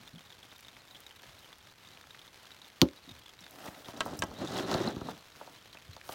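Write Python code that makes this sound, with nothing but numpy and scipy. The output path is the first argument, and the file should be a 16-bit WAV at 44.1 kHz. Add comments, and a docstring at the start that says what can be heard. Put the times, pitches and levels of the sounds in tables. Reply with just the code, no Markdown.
"""A coiled plastic air hose with brass fittings is handled on a hollow plastic folding table outdoors.
A fitting knocks on the top, coils snap against each other, then a hand drags the coil across the table:
its loops stick and slip, rumble and squeak. An air chuck's steel clip clinks. Bending waves carry each
blow through the top, treble first. A faint drizzle-like patter goes on all around."""
import sys
import numpy as np
from scipy import signal
from scipy.fft import rfft, irfft, next_fast_len
from scipy.io import wavfile
from scipy.ndimage import uniform_filter1d

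SR = 44100
rng = np.random.default_rng(int(sys.argv[2]) if len(sys.argv) > 2 else 0)


def int16_out(signal):
    """Quantize to a 16-bit WAV file."""
    q = np.round(np.clip(np.atleast_2d(signal).T, -1, 1) * 32767)
    wavfile.write(sys.argv[1], SR, q.astype(np.int16))


N = 270774
TIME = np.arange(N) / SR
AGE = np.arange(9000) / SR  # s since an event's onset

# table top modes: f/Hz, level/dB, t60/s
TOP_MODES = [(72, -13, 0.12), (122, -4.5, 0.06), (184, -3, 0.09), (263, -5, 0.12), (293, -18, 0.2),
             (318, -8, 0.134), (356, -7.5, 0.124), (392, -19, 0.17), (521, -16, 0.16), (572, -18, 0.19),
             (653, -14, 0.12), (735, -15, 0.08), (868, -16, 0.09), (935, -16, 0.06), (1115, -23, 0.07),
             (1206, -24, 0.06), (1285, -21, 0.05)]
# stiff hose coil modes: f/Hz, level/dB, t60/s
HOSE_MODES = [(656, -6, 0.038), (1098, -7.5, 0.065), (1300, -9, 0.092), (1602, -4.5, 0.06),
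              (1966, -20, 0.11), (2150, -31, 0.084), (3040, -13, 0.067), (3800, -16, 0.029)]
# long drag of the coil: t/s, sliding speed/dB, hand pressure/dB
LONG_DRAG = [(4.35, -59, 4), (4.419, -43.5, 8.5), (4.51, -42.5, 4.5), (4.585, -34.5, 1), (4.66, -44, 9.5),
             (4.72, -35.5, 0.5), (4.82, -38, 6), (4.902, -40.5, 6.5), (4.93, -52.5, 10.5),
             (5.13, -56.5, 12), (5.21, -63, 2)]


def knocks():
    """A fitting's hard blow sets the top swinging; soft hose knocks and faint drop taps die sooner."""
    # both: t/s, thud/dB, clack/dB, tick/dB, travel time at 1 kHz/ms
    fitting_blows = [(2.8164, -15, -24, -12, 1.25)]
    light_knocks = [(0.5219, -61, -68, -67, 2.7), (0.768, -62, -57, -66, 2.2), (1.2319, -77, -54, -51, 2.0),
                    (1.972, -74, -57.5, -66, 2), (3.465, -70, -63, -48, 1.05), (3.653, -61, -45, -64, 2.23),
                    (3.678, -43, -50, -57, 2.96), (3.8845, -41.5, -40.5, -46, 1.11),
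                    (4.0591, -44, -33, -66, 2.3), (4.0772, -44, -39.5, -67, 2.15),
                    (4.107, -52, -49, -66, 2.2), (4.128, -40, -39, -70, 2.6),
                    (4.2334, -32.5, -30, -50, 1.49), (4.3135, -54, -45, -54, 1.5),
                    (4.417, -41.5, -39.5, -55, 1.43), (4.714, -41, -32, -33, 1.85),
                    (4.7422, -28.5, -26, -30.5, 2.88), (4.8735, -39, -33, -46, 2.25),
                    (4.9623, -32.5, -42, -46, 2.6), (5.011, -35.5, -38, -48, 3),
                    (5.0844, -47, -33, -54, 2.1), (5.408, -69, -40, -71, 4.5), (5.4724, -73, -46, -53, 2.8),
                    (5.746, -55, -50, -52, 2.2), (5.9652, -64, -46, -48, 0.48),
                    (6.091, -48.5, -35.5, -43, 1.57)]
    out = np.zeros(N)
    for t, *strike in fitting_blows:
        add(out, t, blow(ring(distant_top_waves()), *strike))
    damped = mode_waves(TOP_MODES) * fade(t60_s=.13)
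    for t, *strike in light_knocks:
        add(out, t, blow(ring(damped), *strike))
    return out


def blow(top, thud_db, clack_db, tick_db, travel_ms):
    """A contact ticks through the air at once; the top answers later with a clack and a thud."""
    brass_modes = [(2650, 6, .016), (3095, 22, 0.02), (3500, 15, .026), (3820, 17, 0.018),
                   (4440, 26, 0.012), (4750, 19, 0.011), (5705, 18.5, 0.015), (6450, 18, 0.014),
                   (11200, 13, 0.007), (13300, 11, 0.006), (15000, 13, 0.006)]  # f/Hz, level/dB, t60/s
    contact_spectrum = [(800, -40.5), (1800, -10), (2500, -6.5), (3150, 2.5), (4500, -1), (5200, -3),
                        (6500, -7), (7300, -15), (8500, -18), (11000, -15.5), (16000, -14)]  # f/Hz, level/dB
    thud = cut(cut(top + .15 * tail(.22), 680, "low"), 76, "high", order=2)
    clack = cut(top + .8 * tail(.035) + .3 * tail(.12), (500, 1350), "band", order=4)
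    contact = 4.5 * (AGE == 0) + .55 * tail(.006) + .15 * tail(.05) + .02 * tail(.15)
    brass = cut(ring(mode_waves(brass_modes)), 1800, "high", order=2)
    tick = bend(burst(colour(contact, contact_spectrum), 0) + burst(brass, -2.1), travel_ms=.082)
    body = burst(bend(thud, travel_ms), thud_db) + burst(bend(clack, travel_ms), clack_db)
    return body + burst(tick, tick_db)


def distant_top_waves():
    """Away from the blow, neighbouring modes mostly oppose each other: the thud builds up and beats."""
    waves = mode_waves(TOP_MODES)
    alternating = np.cos(np.pi * np.arange(len(waves)))[:, None]
    mode_hz = np.array(TOP_MODES)[:, :1]
    return waves * alternating * np.where(mode_hz < 200, -1, 1)


def snaps():
    """A caught loop springs free and slaps its neighbour: crack, short rattle, ring of the coil."""
    slaps = [(4.006, -23.5), (4.2217, -24.5)]  # t/s, level/dB
    crack_spectrum = [(800, -28), (2000, -16), (3000, -7), (3800, 7.5), (4400, -16), (5200, -4), (8400, -2),
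                      (9300, -20), (13000, -14), (16000, -27)]  # f/Hz, level/dB
    out = np.zeros(N)
    for t, db in slaps:
        rattle = cut(tail(.044), (420, 3000), "band", order=2)
        crack = colour(tail(.009) + .066 * tail(.023), crack_spectrum)
        coil = ring(mode_waves(HOSE_MODES))
        body = bend(burst(coil, .63) + burst(rattle, .75), travel_ms=.84)
        add(out, t, burst(body + burst(crack, -2.5), db))
    return out


def motion():
    """Sliding speed (as a gain) and hand pressure/dB of the long drag plus short scuffs."""
    scuffs = [(0.91, 0.1, -65, 0), (1.426, 0.028, -69, -3), (3.535, 0.029, -56, -2.5),
              (3.586, 0.24, -55, -1.5), (3.664, 0.025, -46.5, -3.5), (3.899, 0.012, -48, -1.5),
              (3.962, 0.074, -51, 6.5), (4.066, 0.094, -48.5, 7), (4.174, 0.28, -54.5, 7.5),
              (5.108, 0.0078, -44, 2), (5.406, 0.13, -59, 2), (6.132, 0.04, -45.5, -9.5)]  # t/s, hold/s, sliding speed/dB, hand pressure/dB
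    attack_s, release_s = .11, .01
    t, speed_db, pressure_db = np.transpose(LONG_DRAG)
    drag_speed = undb(np.interp(TIME, t, speed_db)) * (TIME > t[0]) * (TIME < t[-1])
    moves = [(drag_speed, np.interp(TIME, t, pressure_db))]
    for start, hold_s, db, press_db in scuffs:
        corners_s = [start - attack_s, start, start + hold_s, start + hold_s + release_s]
        moves.append((undb(db) * np.interp(TIME, corners_s, [0, 1, 1, 0]) ** 2, press_db))
    power = sum(speed ** 2 for speed, _ in moves) + 1e-18
    mean_pressure_db = sum(speed ** 2 * press_db for speed, press_db in moves) / power
    return np.sqrt(power), mean_pressure_db


def slide(speed, pressure_db):
    """Loops stick and slip on the pebbled top, ringing table and coil; pressure deepens the rub."""
    scrape_spectrum = [(40, -8.5), (90, -11), (150, -1.5), (280, 7), (370, 1.5), (470, 1.5), (750, 5),
                       (1000, 0), (1650, -1), (2300, -15.5), (3300, -14.5), (4050, -23), (4800, -21.5),
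                       (6200, -25.5), (8000, -37.5), (16000, -71)]  # f/Hz, level/dB
    rumble_gain = speed * undb(pressure_db - 3)
    hiss_gain = speed * undb(-6 - .31 * np.maximum(pressure_db, 0))
    slips = grains(per_s=1500, spread_db=1, t60_s=.0049)
    top = unit(signal.fftconvolve(slips, ring(mode_waves(TOP_MODES)))[:N])
    coil = unit(signal.fftconvolve(slips, ring(mode_waves(HOSE_MODES)))[:N])
    rub = unit(colour(bend(slips, travel_ms=1.8), scrape_spectrum)) + .18 * top + .14 * coil
    # pressed hard, the loops make the hollow top drone
    drone_gain = undb(2) * rumble_gain ** 2 / rumble_gain.max()
    drone = drone_gain * unit(cut(slips, (325, 385), "band", order=2))
    rumble = rumble_gain * unit(cut(rub, (85, 480), "band"))
    scrape = speed * unit(cut(rub, (480, 2400), "band"))
    hiss = hiss_gain * unit(cut(rub, 2100, "high"))
    return drone + rumble + scrape + hiss


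def squeak(speed):
    """A narrow band sings through the long drag, wandering as the loops turn."""
    centre_hz = 3910 * (1 + .034 * wander(rate_hz=25))
    carrier = np.sin(2 * np.pi * np.cumsum(centre_hz) / SR)
    flutter = cut(rng.standard_normal(N), 260, "low", order=2)
    band = unit(flutter * carrier * undb(2 * wander(rate_hz=45)))
    dragging = (TIME > LONG_DRAG[0][0]) & (TIME < LONG_DRAG[-1][0])
    return band * dragging * undb(-24) * speed ** .69


def rustle(speed, pressure_db):
    """Smooth plastic and skin brush with a fine, high grain, strongest under a light touch."""
    fine = unit(cut(grains(per_s=3000, spread_db=3, t60_s=.004), 6500, "high", order=2))
    return fine * speed ** .51 * undb(-36 - .94 * pressure_db)


def grit(speed):
    """Specks and ridges on the top scratch the sliding loops."""
    scratches = grains(per_s=380, spread_db=4.5, t60_s=.012)
    return speed * undb(-12.5) * unit(cut(scratches, (2800, 7000), "band", order=2))


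def catches():
    """Dragged loops stick for an instant and ping as they slip."""
    releases = [(4.474, -35, 3650), (4.5616, -31, 3860), (4.586, -30, 3340), (4.7404, -26.5, 4050),
                (4.859, -41, 3940), (4.875, -28, 4100)]  # t/s, peak/dB, f/Hz
    out = np.zeros(N)
    for t, peak_db, hz in releases:
        add(out, t, undb(peak_db) * ping(hz))
    return out


def clinks():
    """The loose steel clip taps its chuck; it rings only when it swings free."""
    clip_modes = [(5480, 3, .025), (5680, 4, .032), (6400, -1, .025), (7400, 1, .018), (8050, -4, .022),
                  (9100, -8, .025), (10800, -12, .025), (13020, -9, .03)]  # f/Hz, level/dB, t60/s
    taps = [(3.407, -51, 14), (3.974, -51, 7), (4.055, -47.5, -14), (4.169, -52, -18), (4.191, -35.5, 10),
            (4.237, -39, 21)]  # t/s, level/dB, ring re tick/dB
    out = np.zeros(N)
    for t, db, ring_db in taps:
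        tick = burst(cut(tail(.071), 5300, "high"), 0)
        steel = burst(ring(mode_waves(clip_modes)), ring_db)
        add(out, t, burst(tick + steel, db))
    return out


def bumps():
    """Soft, long pushes of hand and hose wake only the top's lowest modes."""
    pushes = [(0.0, -56, 253), (0.13, -45, 233), (1.28, -55, 128), (3.075, -49.5, 340), (3.11, -49.5, 131),
              (3.408, -56.5, 296), (4.183, -40.5, 176), (4.273, -50, 90), (5.043, -40.5, 235),
              (5.879, -44.5, 119)]  # t/s, level/dB, upper edge/Hz
    out = np.zeros(N)
    for t, db, edge_hz in pushes:
        push = tail(.23) * (1 - fade(.004))
        top = signal.fftconvolve(push, ring(mode_waves(TOP_MODES)))[:len(AGE)]
        body = unit(push) + .15 * unit(top)
        add(out, t, burst(cut(body, (edge_hz / 2, edge_hz), "band", order=2), db))
    return out


def ticks():
    """Dry, light ticks on the top, from drops and the settling coil."""
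    touches = [(0.525, -50, 940), (0.766, -48, 1930), (1.234, -49.5, 1370), (1.196, -55, 1920),
               (1.528, -50, 1760), (1.973, -48, 2150), (2.04, -50, 1380), (2.104, -53, 1340),
               (2.147, -46, 1290), (2.447, -50.5, 1230), (2.506, -48.5, 2130), (2.887, -45, 2920),
               (3.4655, -46.5, 1300), (3.642, -48, 2400), (3.68, -45, 2010), (3.745, -49, 1500),
               (5.753, -51, 1300), (6.013, -44.5, 2160), (6.123, -41, 3030)]  # t/s, level/dB, centre/Hz
    out = np.zeros(N)
    for t, db, hz in touches:
        contact = 3 * (AGE == 0) + tail(.012)
        tick = cut(contact, (hz / 1.5, hz * 1.5), "band", order=2)
        add(out, t, burst(bend(tick, travel_ms=.4), db))
    return out


def patter():
    """Near drops splat and ping or prick crisply; far ones ping faintly or merge into a crackle."""
    near_drops = [(0.059, -61, 3020), (0.0772, -43, 3600), (0.158, -47.5, 3400), (0.183, -46, 3150),
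                  (0.303, -46.5, 3600), (0.325, -46, 3350), (0.4294, -44, 3320), (0.5162, -46.5, 3730),
                  (0.5606, -46, 3650), (0.6479, -45, 3740), (0.668, -52, 3030), (0.683, -42, 3650),
                  (0.9099, -46, 3900), (0.948, -43, 3320), (0.956, -45, 3150), (0.965, -46, 3450),
                  (1.065, -42.5, 3800), (1.1089, -45.5, 3040), (1.1622, -47.5, 3800), (1.1958, -47, 3400),
                  (1.4447, -46, 3080), (1.477, -52, 3380), (1.5286, -43.5, 3480), (1.85, -50, 3550),
                  (1.8725, -47, 3670), (1.906, -52, 3850), (2.1072, -42.5, 3750), (2.1917, -42.5, 3300),
                  (2.216, -45, 3650), (2.278, -45, 3580), (2.517, -41, 3870), (2.6172, -43, 3800),
                  (2.6452, -45, 3600), (2.975, -49, 3900), (3.0916, -41.5, 3750), (3.113, -43.5, 3650),
                  (3.261, -44, 3440), (3.292, -44.5, 3280), (3.39, -44.5, 3900), (3.4412, -44, 3670),
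                  (3.846, -44, 3340), (3.858, -43, 3700), (3.965, -44, 3800), (5.56, -50, 4100),
                  (5.7296, -44, 3950), (5.7716, -42, 2560), (5.9327, -43.5, 4060)]  # t/s, level/dB, f/Hz
    pricks = [(0.5317, -58), (0.5821, -53), (0.6073, -49.5), (1.004, -48), (1.0655, -56), (1.1618, -56),
              (1.2196, -55), (1.3907, -53), (1.5838, -55), (2.4299, -57), (2.682, -55), (3.1911, -53),
              (3.509, -47)]  # t/s, level/dB
    splat_spectrum = [(200, -4.5), (600, -1.5), (1300, -0.5), (2500, -1.5), (3700, -2), (4600, -4),
                      (6500, -7), (8000, -14.5), (15500, -16.5)]  # f/Hz, level/dB
    far_pings_per_s, far_ping_hz = 44, 3650
    out = np.zeros(N)
    for t, db, hz in near_drops:
        splat = colour(tail(.036), splat_spectrum)
        add(out, t, undb(db + .5) * ping(hz) + undb(db - 1) * splat / np.abs(splat).max())
    for t, db in pricks:
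        add(out, t, burst(cut(tail(.0096), 2800, "high", order=1), db))
    crackle = unit(colour(grains(per_s=400, spread_db=5, t60_s=.014), splat_spectrum))
    out += crackle * undb(-60.5 + .5 * np.tanh(wander(rate_hz=12)))
    for when, size, pitch in rng.random((int(far_pings_per_s * N / SR), 3)):
        tone = ping(far_ping_hz * (1 + .35 * (pitch - .5)))
        splat = cut(tail(.02), (1500, 6500), "band", order=2)
        add(out, when * N / SR, undb(-55 + 8 * (size - .5)) * (tone + .6 * splat))
    return out


def air():
    """Soft outdoor background; the bass wavers, the rest flickers faster."""
    air_spectrum = [(20, -59), (45, -7), (70, 1), (110, 1.5), (180, -3), (400, -6), (1300, -6.5),
                    (3800, -10.5), (6500, -19), (8000, -20.5), (16000, -25)]  # f/Hz, level/dB
    hush = unit(colour(rng.standard_normal(N), air_spectrum))
    bass = cut(hush, 110, "low", order=1)
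    upper = (hush - bass) * undb(1.6 * wander(rate_hz=16))
    return undb(-60.5) * (upper + bass * undb(1.8 * wander(rate_hz=3.1)))


def ping(hz):
    """A very short pitched tick and its echo off a nearby surface."""
    attack_s, echo_db = .00022, -5.5
    tone = np.sin(2 * np.pi * hz * AGE) * (1 - np.exp(-AGE / attack_s)) * fade(t60_s=.014)
    delay_s = .0044 * rng.uniform(.7, 1.3)
    echo = np.interp(AGE - delay_s, AGE, tone)
    return (tone + undb(echo_db) * echo) / np.abs(tone).max()


def mode_waves(modes):
    """One damped sine per mode."""
    hz, db, t60_s = np.transpose(modes)[:, :, None]
    return undb(db) * np.sin(2 * np.pi * hz * AGE) * fade(t60_s)


def ring(waves):
    """Sum of modes; their shares vary a little with the spot struck."""
    return undb(rng.standard_normal(len(waves))) @ waves


def bend(x, travel_ms):
    """Bending waves: delay, travel_ms at 1 kHz, falls as 1/sqrt(f), so a click chirps downward."""
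    n = next_fast_len(len(x) + len(AGE))
    khz = np.fft.rfftfreq(n, 1 / SR) / 1000
    lag_cycles = 2 * travel_ms * np.sqrt(khz)
    return irfft(rfft(x, n) * np.exp(-2j * np.pi * lag_cycles))[:len(x)]


def grains(per_s, spread_db, t60_s):
    """Tiny noise bursts of random time and size, rms 1."""
    onsets = rng.random(N) < per_s / SR
    sizes = onsets * undb(spread_db * np.clip(rng.standard_normal(N), -2, 2))
    power = signal.fftconvolve(sizes ** 2, fade(t60_s) ** 2)[:N]
    return unit(np.sqrt(np.abs(power)) * rng.standard_normal(N))


def tail(t60_s):
    """Decaying noise: countless weak modes."""
    return rng.standard_normal(len(AGE)) * fade(t60_s)


def fade(t60_s):
    """Exponential decay."""
    return np.exp(-np.log(1000) * AGE / t60_s)


def wander(rate_hz):
    """Random drift, spread near 1."""
    return np.interp(TIME * rate_hz, np.arange(4096), rng.standard_normal(4096))


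def colour(x, spectrum):
    """Minimum-phase filter with an outline of f/Hz, level/dB."""
    n = 2 * next_fast_len(len(x))
    hz, db = np.transpose(spectrum)
    gain = undb(np.interp(np.log(np.fft.rfftfreq(n, 1 / SR) + 1), np.log(hz), db))
    cepstrum = irfft(np.log(gain))
    response = np.exp(rfft(2 * cepstrum[:n // 2], n) - cepstrum[0])
    return irfft(rfft(x, n) * response)[:len(x)]


def cut(x, hz, kind, order=3):
    """Butterworth filter."""
    return signal.sosfilt(signal.butter(order, hz, kind, fs=SR, output="sos"), x)


def burst(x, db):
    """Scale the loudest 4 ms to the given rms level."""
    return x * undb(db) / np.sqrt(uniform_filter1d(x ** 2, size=176).max())


def unit(x):
    """Scale to rms 1."""
    return x / np.std(x)


def undb(db):
    """Decibels to gain."""
    return 10 ** (np.asarray(db) / 20)


def add(out, start_s, x):
    """Mix x in at start_s."""
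    i = int(np.clip(start_s * SR, 0, N - 1))
    out[i:i + len(x)] += x[:N - i]


def scene():
    """Hose, table and background in mono."""
    speed, pressure_db = motion()
    sliding = slide(speed, pressure_db) + squeak(speed) + rustle(speed, pressure_db) + grit(speed)
    impacts = knocks() + snaps() + bumps() + clinks() + ticks() + catches()
    return (impacts + sliding + air() + patter())[None]


def record(dry):
    """Steep low-pass on the highest treble."""
    edge_hz = 16100
    return signal.sosfilt(signal.ellip(10, .2, 80, edge_hz, fs=SR, output="sos"), dry)


dry = scene()
out = record(dry)
int16_out(out)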